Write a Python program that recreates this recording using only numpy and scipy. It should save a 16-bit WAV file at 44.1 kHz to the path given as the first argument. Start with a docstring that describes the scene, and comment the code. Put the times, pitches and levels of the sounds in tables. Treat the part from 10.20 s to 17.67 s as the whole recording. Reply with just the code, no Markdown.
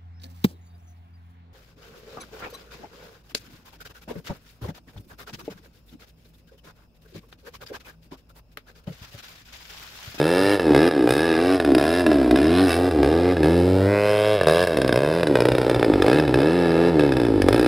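"""Open field: an aerobatic model plane tumbles and hovers, its two-stroke petrol engine throttled up and down.
Each revolution sends one exhaust pulse through the silencer: a soft ringing puff when coasting, a hard bark
under load, single bangs where it fires irregularly. Crank and two-blade propeller add low tones, blade tips
a rasp of harmonics; churned air and breeze are filtered noise. Bare ground adds a delayed copy, the hedge
a faint diffuse tail."""
import sys
import numpy as np
from scipy import signal
from scipy.fft import rfft, irfft, next_fast_len
from scipy.io import wavfile
from scipy.ndimage import uniform_filter1d, map_coordinates

SR = 44100
rng = np.random.default_rng(int(sys.argv[2]) if len(sys.argv) > 2 else 0)


def generate_wav(sig):
    """Save sig (samples, or channels by samples) to the path in sys.argv[1] as 16-bit PCM at SR."""
    pcm = np.round(np.clip(np.atleast_2d(sig).T, -1, 1) * 32767).astype(np.int16)
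    wavfile.write(sys.argv[1], SR, pcm)


N = 329427

# Single hard firings. Each row: time in seconds, relative crack level in dB, extra treble in dB.
BANG_ROWS = [(0.3963, -27, -6), (0.548, -42, 2.5), (0.7112, -30.5, -2), (0.8745, -45, -13),
             (1.4007, -24.5, -5), (1.4483, -30, 0.5), (1.5494, -25, 2), (1.582, -39, 3.5),
             (1.8647, -23.5, -3), (1.9161, -28, -8), (2.1106, -27, 3), (2.7114, -33, -4), (2.831, -33, -1),
             (3.1684, -31, -9), (3.2316, -30.5, 0.5), (4.212, -22, -12), (4.2336, -30, -1), (4.271, -30, 0),
             (4.472, -31, 4), (4.571, -32.5, 6), (4.617, -30, 4), (4.647, -35, -3), (4.678, -37, 10.5),
             (4.693, -27, -7), (4.7258, -28, 1.5), (4.759, -44, 5.5), (5.032, -24, -5),
             (5.0706, -30.5, 3.5), (5.1553, -24, -6), (5.2046, -32, 4), (5.2541, -31.5, 4),
             (5.2865, -31.5, 4.5), (5.3187, -29.5, 1.5), (5.3511, -33.5, 2), (5.383, -33.5, 3),
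             (5.4155, -35.5, 3), (5.497, -30, 3.5), (5.546, -32, 2), (5.5955, -35, 3), (5.6285, -21.5, -12),
             (5.646, -29, -1), (5.7375, -27, -6), (5.822, -24.5, 2.5), (5.864, -43, 6), (6.0786, -31, -3),
             (6.1421, -25, 0.5), (6.7951, -40, 4), (6.9215, -31, 2), (6.9686, -32.5, 2.5), (6.9997, -33, 0),
             (7.2194, -31.5, 8.5), (7.328, -31, 3)]
# Spectrum of the dull body of a pulse. Each row: frequency in Hz, relative level in dB.
BARK_SPECTRUM = [(30, -41.5), (130, 2.5), (250, -6), (400, 4.5), (640, 4.5), (800, -4.5), (1100, -12.5),
                 (2500, -20)]
# Spectrum of its steep front. Each row: frequency in Hz, relative level in dB.
CRACK_SPECTRUM = [(400, -31), (950, 5.5), (1650, 15), (2100, 6.5), (2700, 3.5), (3700, 2.5), (4400, -5),
                  (5100, 3), (7800, -16.5), (9700, -4), (15500, -32)]
# Throttle settings, between which the engine coasts. 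Each row: opening in seconds, cut in seconds,
# speed at the opening in rev/s, speed at the cut in rev/s, spool time in seconds, then relative levels
# in dB of silencer ring, bark and crack under load, and of the ring when coasting.
THROTTLE_ROWS = [(0.0, 0.349, 70.6, 102.7, 0.24, -21.5, -21.5, -28, -12),
                 (0.544, 0.683, 66.4, 92.5, 0.19, -16, -22.5, -28.5, -15.5),
                 (0.887, 1.068, 58.6, 85, 0.27, -22.5, -24, -30.5, -18.0),
                 (1.073, 1.168, 83, 78, 0.28, -19, -25, -27, -18.0),
                 (1.167, 1.353, 78.5, 94.7, 0.15, -20.5, -22, -29.5, -15),
                 (1.584, 1.81, 64.6, 92, 0.15, -24, -23.5, -30.5, -6.5),
                 (1.918, 2.096, 76, 59.3, 0.52, -19, -27.5, -39.5, -16),
                 (2.16, 2.442, 66, 97, 0.52, -18, -28.5, -31, -7),
                 (2.458, 2.535, 91, 81, 0.16, -25, -25.5, -24.5, -20),
                 (2.535, 2.684, 83, 92, 0.119, -20, -23.5, -39.5, -15),
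                 (2.842, 3.131, 66, 92, 0.11, -19.5, -23.5, -37.5, -10.5),
                 (3.25, 3.425, 73.3, 88, 0.046, -17, -25.5, -39, -14),
                 (3.427, 3.685, 89.4, 98, 0.8, -20.5, -22.5, -48.5, -20.0),
                 (3.685, 4.155, 101, 106, 0.45, -32, -19.5, -33, -15),
                 (4.278, 4.439, 77.7, 94, 0.56, -27.5, -19.5, -27.5, -18),
                 (4.755, 5.012, 60.7, 87.6, 1, -24, -23.5, -36, -15),
                 (5.158, 5.636, 63.7, 62, 0.16, -21, -22, -36.5, -16),
                 (5.85, 5.996, 48.1, 77, 0.43, -17.5, -22, -30.5, -20),
                 (6.189, 6.358, 64.2, 88, 0.15, -17.5, -25.5, -33, -18.0),
                 (6.352, 6.541, 90, 82, 0.4, -18, -24, -32, -21.5),
                 (6.546, 6.693, 81.5, 88, 0.38, -16, -22.5, -32.5, -8.5),
                 (6.804, 7.075, 73.5, 59, 0.39, -17.5, -27, -36.5, -16.5),
                 (7.288, 7.481, 47.5, 60.7, 0.032, -17, -24.5, -32, -15)]
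# Churned air met when tumbling or hovering. Each row: time in seconds, turbulence from 0 to 1.
TURBULENCE_ROWS = [(1.5, .1), (2.1, .8), (3.6, 0), (4.9, .2), (5.9, .85), (6.4, .35)]
FLYWHEEL_S = 0.04  # smoothing of the speed; settings closer than this count as joined


def amp(db):
    """Decibels to gain."""
    return 10 ** (np.asarray(db) / 20)


def unit(x):
    """Scaled to rms 1."""
    return x / np.sqrt(np.mean(x ** 2) + 1e-20)


def along(points, hz):
    """Gain of (Hz, dB) points joined on a log frequency axis."""
    f, db = np.transpose(points)
    return amp(np.interp(np.log(hz + 1), np.log(f), db))


def curves(rows, t):
    """Each column after the time, interpolated at the times t."""
    s, *cols = np.transpose(rows)
    return [np.interp(t, s, c) for c in cols]


def wobble(rate):
    """Smooth random curve with rate knots a second."""
    knots = rng.standard_normal(int(N * rate / SR) + 4)
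    return map_coordinates(knots, [np.arange(N) * rate / SR])


def filtered(x, response):
    """x filtered by a response given as a function of Hz."""
    m = next_fast_len(N + SR // 4)
    return irfft(rfft(x, m) * response(np.fft.rfftfreq(m, 1 / SR)), m)[..., :N]


def causal(gain):
    """Minimum-phase response of this magnitude: sharp start, ringing tail."""
    cepstrum = irfft(np.log(gain + 1e-6))
    half = cepstrum.shape[-1] // 2
    cepstrum[..., 1:half] *= 2
    cepstrum[..., half + 1:] = 0
    return np.exp(rfft(cepstrum))


def placed(starts, rows):
    """Sum of short sounds, each from its own start sample."""
    index = np.maximum(starts, 0)[:, None] + np.arange(rows.shape[1])
    return np.bincount(index.ravel(), rows.ravel(), N)[:N]


def revs(t, coast_s=0.15, grid_s=0.002, min_pause_s=0.02):
    """Speed in rev/s: spools exponentially through each throttle setting, runs down after the cut."""
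    opens, cut, start, end, spool_s = np.transpose(THROTTLE_ROWS)[:5]
    grid = np.arange(0, N / SR, grid_s)
    i = np.maximum(np.searchsorted(opens, grid, "right") - 1, 0)
    pause_s = np.maximum(np.append(opens[1:], N / SR + 1) - cut, min_pause_s)

    def ease(age, length, lag):
        """Exponential approach from 0 to 1 within length."""
        return np.expm1(-np.clip(age, 0, length) / lag) / np.expm1(-length / lag)

    speed = start[i] + (end - start)[i] * ease(grid - opens[i], (cut - opens)[i], spool_s[i])
    speed = speed + (np.roll(start, -1) - end)[i] * ease(grid - cut[i], pause_s[i], coast_s)
    smooth = uniform_filter1d(speed, round(FLYWHEEL_S / grid[1]) + 1, mode="nearest")
    return np.interp(t, grid, smooth)


def raggedness(t):
    """Irregularity up to 1: low at speed, high towards idle and in rough air."""
    even_revs = 90 + 16 * curves(TURBULENCE_ROWS, t)[0]
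    return np.clip(2 * (even_revs / revs(t) - 1), 0.15, 1)


def strength(t, lead_s=0.016, release_s=0.017, coast_bark_db=-4.5, coast_crack_db=-10, settle=0.4,
             ring_below_revs=70.7, fade_db_per_rev=0.98, surge_s=0.045):
    """Ring, bark and crack of the exhaust in dB: hard under load, a soft ringing puff when coasting."""
    # Change of ring, bark and crack, in dB for each rev/s gained.
    rev_slopes = [0.06, 0.0164, 0.1777]
    # Extra bark and crack, in dB, of the first firings after a pause.
    surge_gains = [6, 6.5]
    opens, cut, start, end, _, *loaded, coast_ring = np.transpose(THROTTLE_ROWS)
    # firing hardens lead_s before the speed turns upwards
    i = np.maximum(np.searchsorted(opens - lead_s, t, "right") - 1, 0)
    speed = revs(t)
    coasting = np.clip((t - cut[i]) / release_s, 0, 1)
    # a setting that follows without a pause takes over gradually
    joined = opens - np.roll(cut, 1) < FLYWHEEL_S
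    takeover_s = settle * (cut - opens)[i]
    former = (i > 0) * joined[i] * np.clip(1 - (t - opens[i]) / takeover_s, 0, 1)
    gained = np.where(t < cut[i], speed, end[i]) - (start + end)[i] / 2
    ring, bark, crack = [db[i] + former * (db[i - 1] - db[i]) + slope * gained
                         for db, slope in zip(loaded, rev_slopes)]
    # the can rings less at higher coasting speed
    puff = coast_ring[i] - fade_db_per_rev * np.maximum(speed - ring_below_revs, 0)
    surge = ~joined[i] * np.exp(-np.maximum(t - opens[i], 0) / surge_s)
    return np.array([ring + coasting * (puff - ring),
                     bark + surge * surge_gains[0] + coasting * coast_bark_db,
                     crack + surge * surge_gains[1] + coasting * coast_crack_db])


def air(x, t, treble_hz=6000):
    """The treble comes and goes as the plane turns and drifts."""
    # Each row: time in seconds, gain of the treble in dB.
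    treble_rows = [(0, 5), (0.8, -0.5), (0.92, 10.5), (1.1, -2), (1.62, 4.5), (2.33, 2), (2.55, 8),
                   (3.08, -2), (3.3, 5), (5.2, 2.5), (6.7, -4), (7.4, 5)]
    treble = filtered(x, lambda hz: hz ** 4 / (hz ** 4 + treble_hz ** 4))
    return x + (amp(curves(treble_rows, t)[0]) - 1) * treble


def ground(x, t, dull_hz=5000, echo=0.5):
    """Bare soil returns a delayed, duller copy: a comb that sweeps as the plane climbs and sinks."""
    # The lag grows with height. Each row: time in seconds, echo lag in seconds.
    lag_rows = [(.3, .00223), (.7, .00245), (1.1, .00237), (1.42, .0028), (2.05, .003), (2.6, .00258),
                (3.5, .00227), (3.72, .002), (4.15, .00183), (4.7, .00185), (5.7, .0023)]
    late = np.interp(t - curves(lag_rows, t)[0], t, x)
    dull = filtered(late, lambda hz: 1 / np.hypot(1, hz / dull_hz))
    return (x + echo * dull) / np.hypot(1, echo)


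def hedge(x, t60_s=0.98, far_hz=1500, size=16384):
    """Diffuse, dull scatter from bushes: convolution with decaying noise."""
    age = np.arange(size) / SR
    tail = rng.standard_normal(size) * amp(-60 * age / t60_s)
    scatter = signal.fftconvolve(x, tail / np.linalg.norm(tail))[:N]
    return filtered(scatter, lambda hz: 1 / (1 + (hz / far_hz) ** 2))


def wash(t, wind_db=-51, hiss_db=-43):
    """Filtered noise: churned air that follows the exhaust, blade hiss, light breeze on the microphone."""
    wash_db = -8.5 + 6 * curves(TURBULENCE_ROWS, t)[0]
    ring_db, bark_db, _ = strength(t)

    def noise(response):
        return unit(filtered(rng.standard_normal(N), response))

    churn = noise(lambda hz: along(BARK_SPECTRUM, hz) / np.hypot(1, (hz / 3500) ** 2))
    breeze = noise(lambda hz: hz / np.hypot(hz, 40) / np.hypot(1, (hz / 150) ** 2))
    hiss = air(noise(lambda hz: along(CRACK_SPECTRUM, hz)), t)
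    propeller = amp(wash_db + (ring_db + bark_db) / 2) * churn + amp(hiss_db) * hiss
    return ground(propeller, t) + amp(wind_db + 3 * wobble(1.25)) * breeze


def drone(t, turns, thrum_db=1.0, blade_db=-3, flutter_db=3):
    """Sines at crank rate and, for two blades, twice that; they flutter most when the engine runs ragged."""
    # Each row: time in seconds, relative crank-rate thrum in dB, relative propeller drone in dB.
    drone_rows = [(0.0, -45, -25), (0.35, -44, -52), (0.56, -31, -23.5), (0.75, -49, -53), (0.91, -40, -35),
                  (1.29, -39.5, -58), (2.43, -29.5, -27), (2.52, -31.5, -53), (3.19, -29, -32),
                  (3.25, -27, -23.5), (3.68, -22, -29.5), (4.08, -66, -50), (4.2, -35, -56),
                  (4.85, -41.5, -32.5), (6.99, -34.5, -25.5), (7.37, -37, -25), (7.47, -31, -44)]
    crank_level, blade_level = curves(drone_rows, t)
    flutter = flutter_db * raggedness(t) * wobble(35)
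    thrum = amp(crank_level + thrum_db + flutter) * -np.cos(2 * np.pi * turns)
    blades = amp(blade_level + blade_db + flutter) * -np.cos(2 * np.pi * 2 * turns)
    return np.sqrt(2) * (thrum + blades)


def tips(t, turns, blur_turns=0.0021, order=48, rim=0.9):
    """Blade tips: one rasp per turn, harmonics with a bright moving rim; phase wobble blurs the top ones."""
    # Each row: time in seconds, relative level in dB, upper reach in Hz.
    tip_rows = [(1.2, -31, 2503), (1.35, -28, 2980), (1.42, -72, 1989), (2.2, -43, 2794), (2.39, -25, 4407),
                (2.6, -63, 2559), (3.11, -27.5, 2500), (3.2, -47, 1297), (3.55, -32.5, 1747),
                (3.75, -24.5, 2550), (3.95, -26, 3350), (4.13, -26, 3893), (4.22, -32, 3680),
                (4.39, -24.5, 4410), (4.5, -41, 3800)]
    live = (t > tip_rows[0][0]) & (t < tip_rows[-1][0])
    s, turn = t[live], (turns + blur_turns * wobble(140))[live]
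    level_db, reach_hz = curves(tip_rows, s)
    share = revs(s) / reach_hz
    buzz = 0
    for k in range(8, order):
        rolloff = (1 + rim * (k * share) ** 4) / (1 + (k * share) ** 12)
        buzz = buzz + np.sin(2 * np.pi * k * turn) * rolloff / np.sqrt(k)
    rasp = np.zeros(N)
    rasp[live] = amp(level_db) * buzz
    return rasp


def crank(t):
    """Crankshaft turns; the exhaust port opens at whole turns, so every bang is bent onto one."""
    turns = np.cumsum(revs(t)) / SR
    bang_s = np.transpose(BANG_ROWS)[0]
    excess = np.unwrap(np.interp(bang_s, t, turns), period=1)
    return turns - np.interp(t, bang_s, excess)


def firings(t, turns, jitter_s=0.0005, scatter_db=3.0, ring_scatter_db=3.0, bang_db=3.5,
            bang_bark_db=3.0, missed_db=-5):
    """Time, ring, bark and crack size, and extra treble in dB of each revolution's pulse."""
    s = np.interp(np.arange(np.ceil(turns[0]), turns[-1]), turns, t)
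    chance = rng.standard_normal((len(s), 5)).T
    ragged = raggedness(s)
    spread_db = np.outer([ring_scatter_db, scatter_db, scatter_db], ragged)
    # scatter is half common to the three parts, half their own
    sizes = amp(strength(s) + spread_db * (chance[0] + chance[1:4]) / 2)
    ring, bark, crack = sizes * np.sqrt(SR / revs(s))
    bang_s, level_db, extra_db = np.transpose(BANG_ROWS)
    stroke = np.abs(s - bang_s[:, None]).argmin(axis=1)
    bang, treble_db = np.zeros((2, len(s)))
    bang[stroke] = amp(level_db + bang_db) * np.sqrt(SR / 100)
    treble_db[stroke] = extra_db
    # a weak stroke leaves unburnt charge, which goes off on the next turn
    missed = amp(missed_db * (np.roll(bang, -1) > 0))
    pulse_s = s + jitter_s * ragged ** 3 * chance[4] * (bang == 0)
    bark = np.hypot(missed * bark, bang * amp(bang_bark_db))
    crack = np.hypot(missed ** 2 * crack, bang)
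    return pulse_s, missed ** 0.5 * ring, bark, crack, treble_db


def jet(s, crack, jet_db=-6, size=1536):
    """Each pulse leaves the pipe as a burst of bright turbulent noise with a weaker trail."""
    age = np.arange(size) / SR
    decay = np.exp(-age / 0.0014) + 0.09 * np.exp(-age / 0.011)
    shape = decay * (1 - np.exp(-age / 0.0008))
    gate = placed((s * SR).astype(int), np.outer(crack, shape / np.linalg.norm(shape)))

    def colour(hz):
        return causal(unit(along(CRACK_SPECTRUM, hz) * hz / np.hypot(hz, 3500)))

    return amp(jet_db) * filtered(gate * rng.standard_normal(N), colour)


def exhaust(s, ring, bark, crack, treble_db, can_hz=287, can_width_hz=66, edge_db=-1, edge_hz=3000,
            shelf_hz=3800, warming_per_rev=0.0027, middle_revs=80, size=4096):
    """Pulses: the silencer can rings on, the pipe barks, the steep front cracks and rings its overtones."""
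    # Pipe overtones. Each row: frequency in Hz, width in Hz, boost in dB.
    overtone_rows = [(1170, 25, 11.5), (1673, 78, 11), (2645, 100, 17.5), (3800, 180, 16.5)]
    hz = np.fft.rfftfreq(size, 1 / SR)
    # no two charges are equally hot, so the resonances shift from pulse to pulse
    heat = 1 + 0.05 * (raggedness(s) * rng.standard_normal(len(s)))[:, None]
    can = hz * can_width_hz / np.hypot((can_hz * heat) ** 2 - hz ** 2, hz * can_width_hz)
    can = can / np.hypot(1, (hz / 520) ** 2) / np.hypot(1, (170 / (hz + 1)) ** 3)
    # hotter gas at higher speed raises the overtones
    warm = np.sqrt(heat) + warming_per_rev * (revs(s)[:, None] - middle_revs)
    overtones = amp(sum(db / (1 + ((hz - f * warm) / width) ** 2) for f, width, db in overtone_rows))
    shelf = amp(np.outer(treble_db, hz ** 4 / (hz ** 4 + shelf_hz ** 4)))
    front = amp(edge_db) * unit(along(CRACK_SPECTRUM, hz) * overtones) * shelf / np.hypot(1, hz / edge_hz)
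    body = along(BARK_SPECTRUM, hz) / np.hypot(1, (hz / edge_hz) ** 2)
    power = (ring[:, None] * unit(can)) ** 2 + np.outer(bark, unit(body)) ** 2 + (crack[:, None] * front) ** 2
    start, fraction = np.divmod(s * SR, 1)
    subsample_delay = np.exp(-2j * np.pi * np.outer(fraction, hz) / SR)
    return -placed(start.astype(int), irfft(causal(np.sqrt(power)) * subsample_delay))


def pipe(x, delay_hz=420, q=0.72):
    """All-pass: the pipe delays its own pitches, so that each pulse swells over a cycle or two."""
    def pole(hz):
        return delay_hz ** 2 - hz ** 2 + 1j * hz * delay_hz / q

    return filtered(x, lambda hz: np.conj(pole(hz)) / pole(hz))


def ports(mid, scatter_s=0.00075, size=512):
    """Difference between two microphone ports: faint scatter from close by."""
    # Each row: frequency in Hz, side against mid in dB.
    width_rows = [(80, -55), (900, -21), (12000, -18.5)]
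    tail = rng.standard_normal(size) * np.exp(-np.arange(size) / SR / scatter_s)
    near = signal.fftconvolve(mid, tail / np.linalg.norm(tail))[:N]
    return filtered(near, lambda hz: along(width_rows, hz))


def scene(hedge_db=-19):
    """The plane stays in the centre, with a little width above the bass."""
    t = np.arange(N) / SR
    turns = crank(t)
    s, ring, bark, crack, treble_db = firings(t, turns)
    pulses = pipe(exhaust(s, ring, bark, crack, treble_db)) + jet(s, crack * amp(treble_db))
    engine = ground(air(pulses + tips(t, turns), t), t)
    mid = engine + drone(t, turns) + amp(hedge_db) * hedge(engine) + wash(t)
    side = ports(mid)
    return np.array([mid + side, mid - side])


def record(dry, dip_width_hz=350, ceiling=0.72, top_hz=15900):
    """Microphone: dips in its response, soft clipping of the loudest peaks, band limit."""
    # Each row: frequency in Hz, depth in dB.
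    dip_rows = [(3100, -2), (5945, -15), (6880, -16), (8550, -4.5), (9950, -4.5), (11100, -4.5)]

    def colour(hz):
        return causal(amp(sum(db * np.exp(-((hz - f) / dip_width_hz) ** 2) for f, db in dip_rows)))

    x = filtered(dry, colour)
    x = x / (1 + np.abs(x / ceiling) ** 6) ** (1 / 6)
    return filtered(x, lambda hz: hz < top_hz)


dry = scene()
out = record(dry)
generate_wav(out)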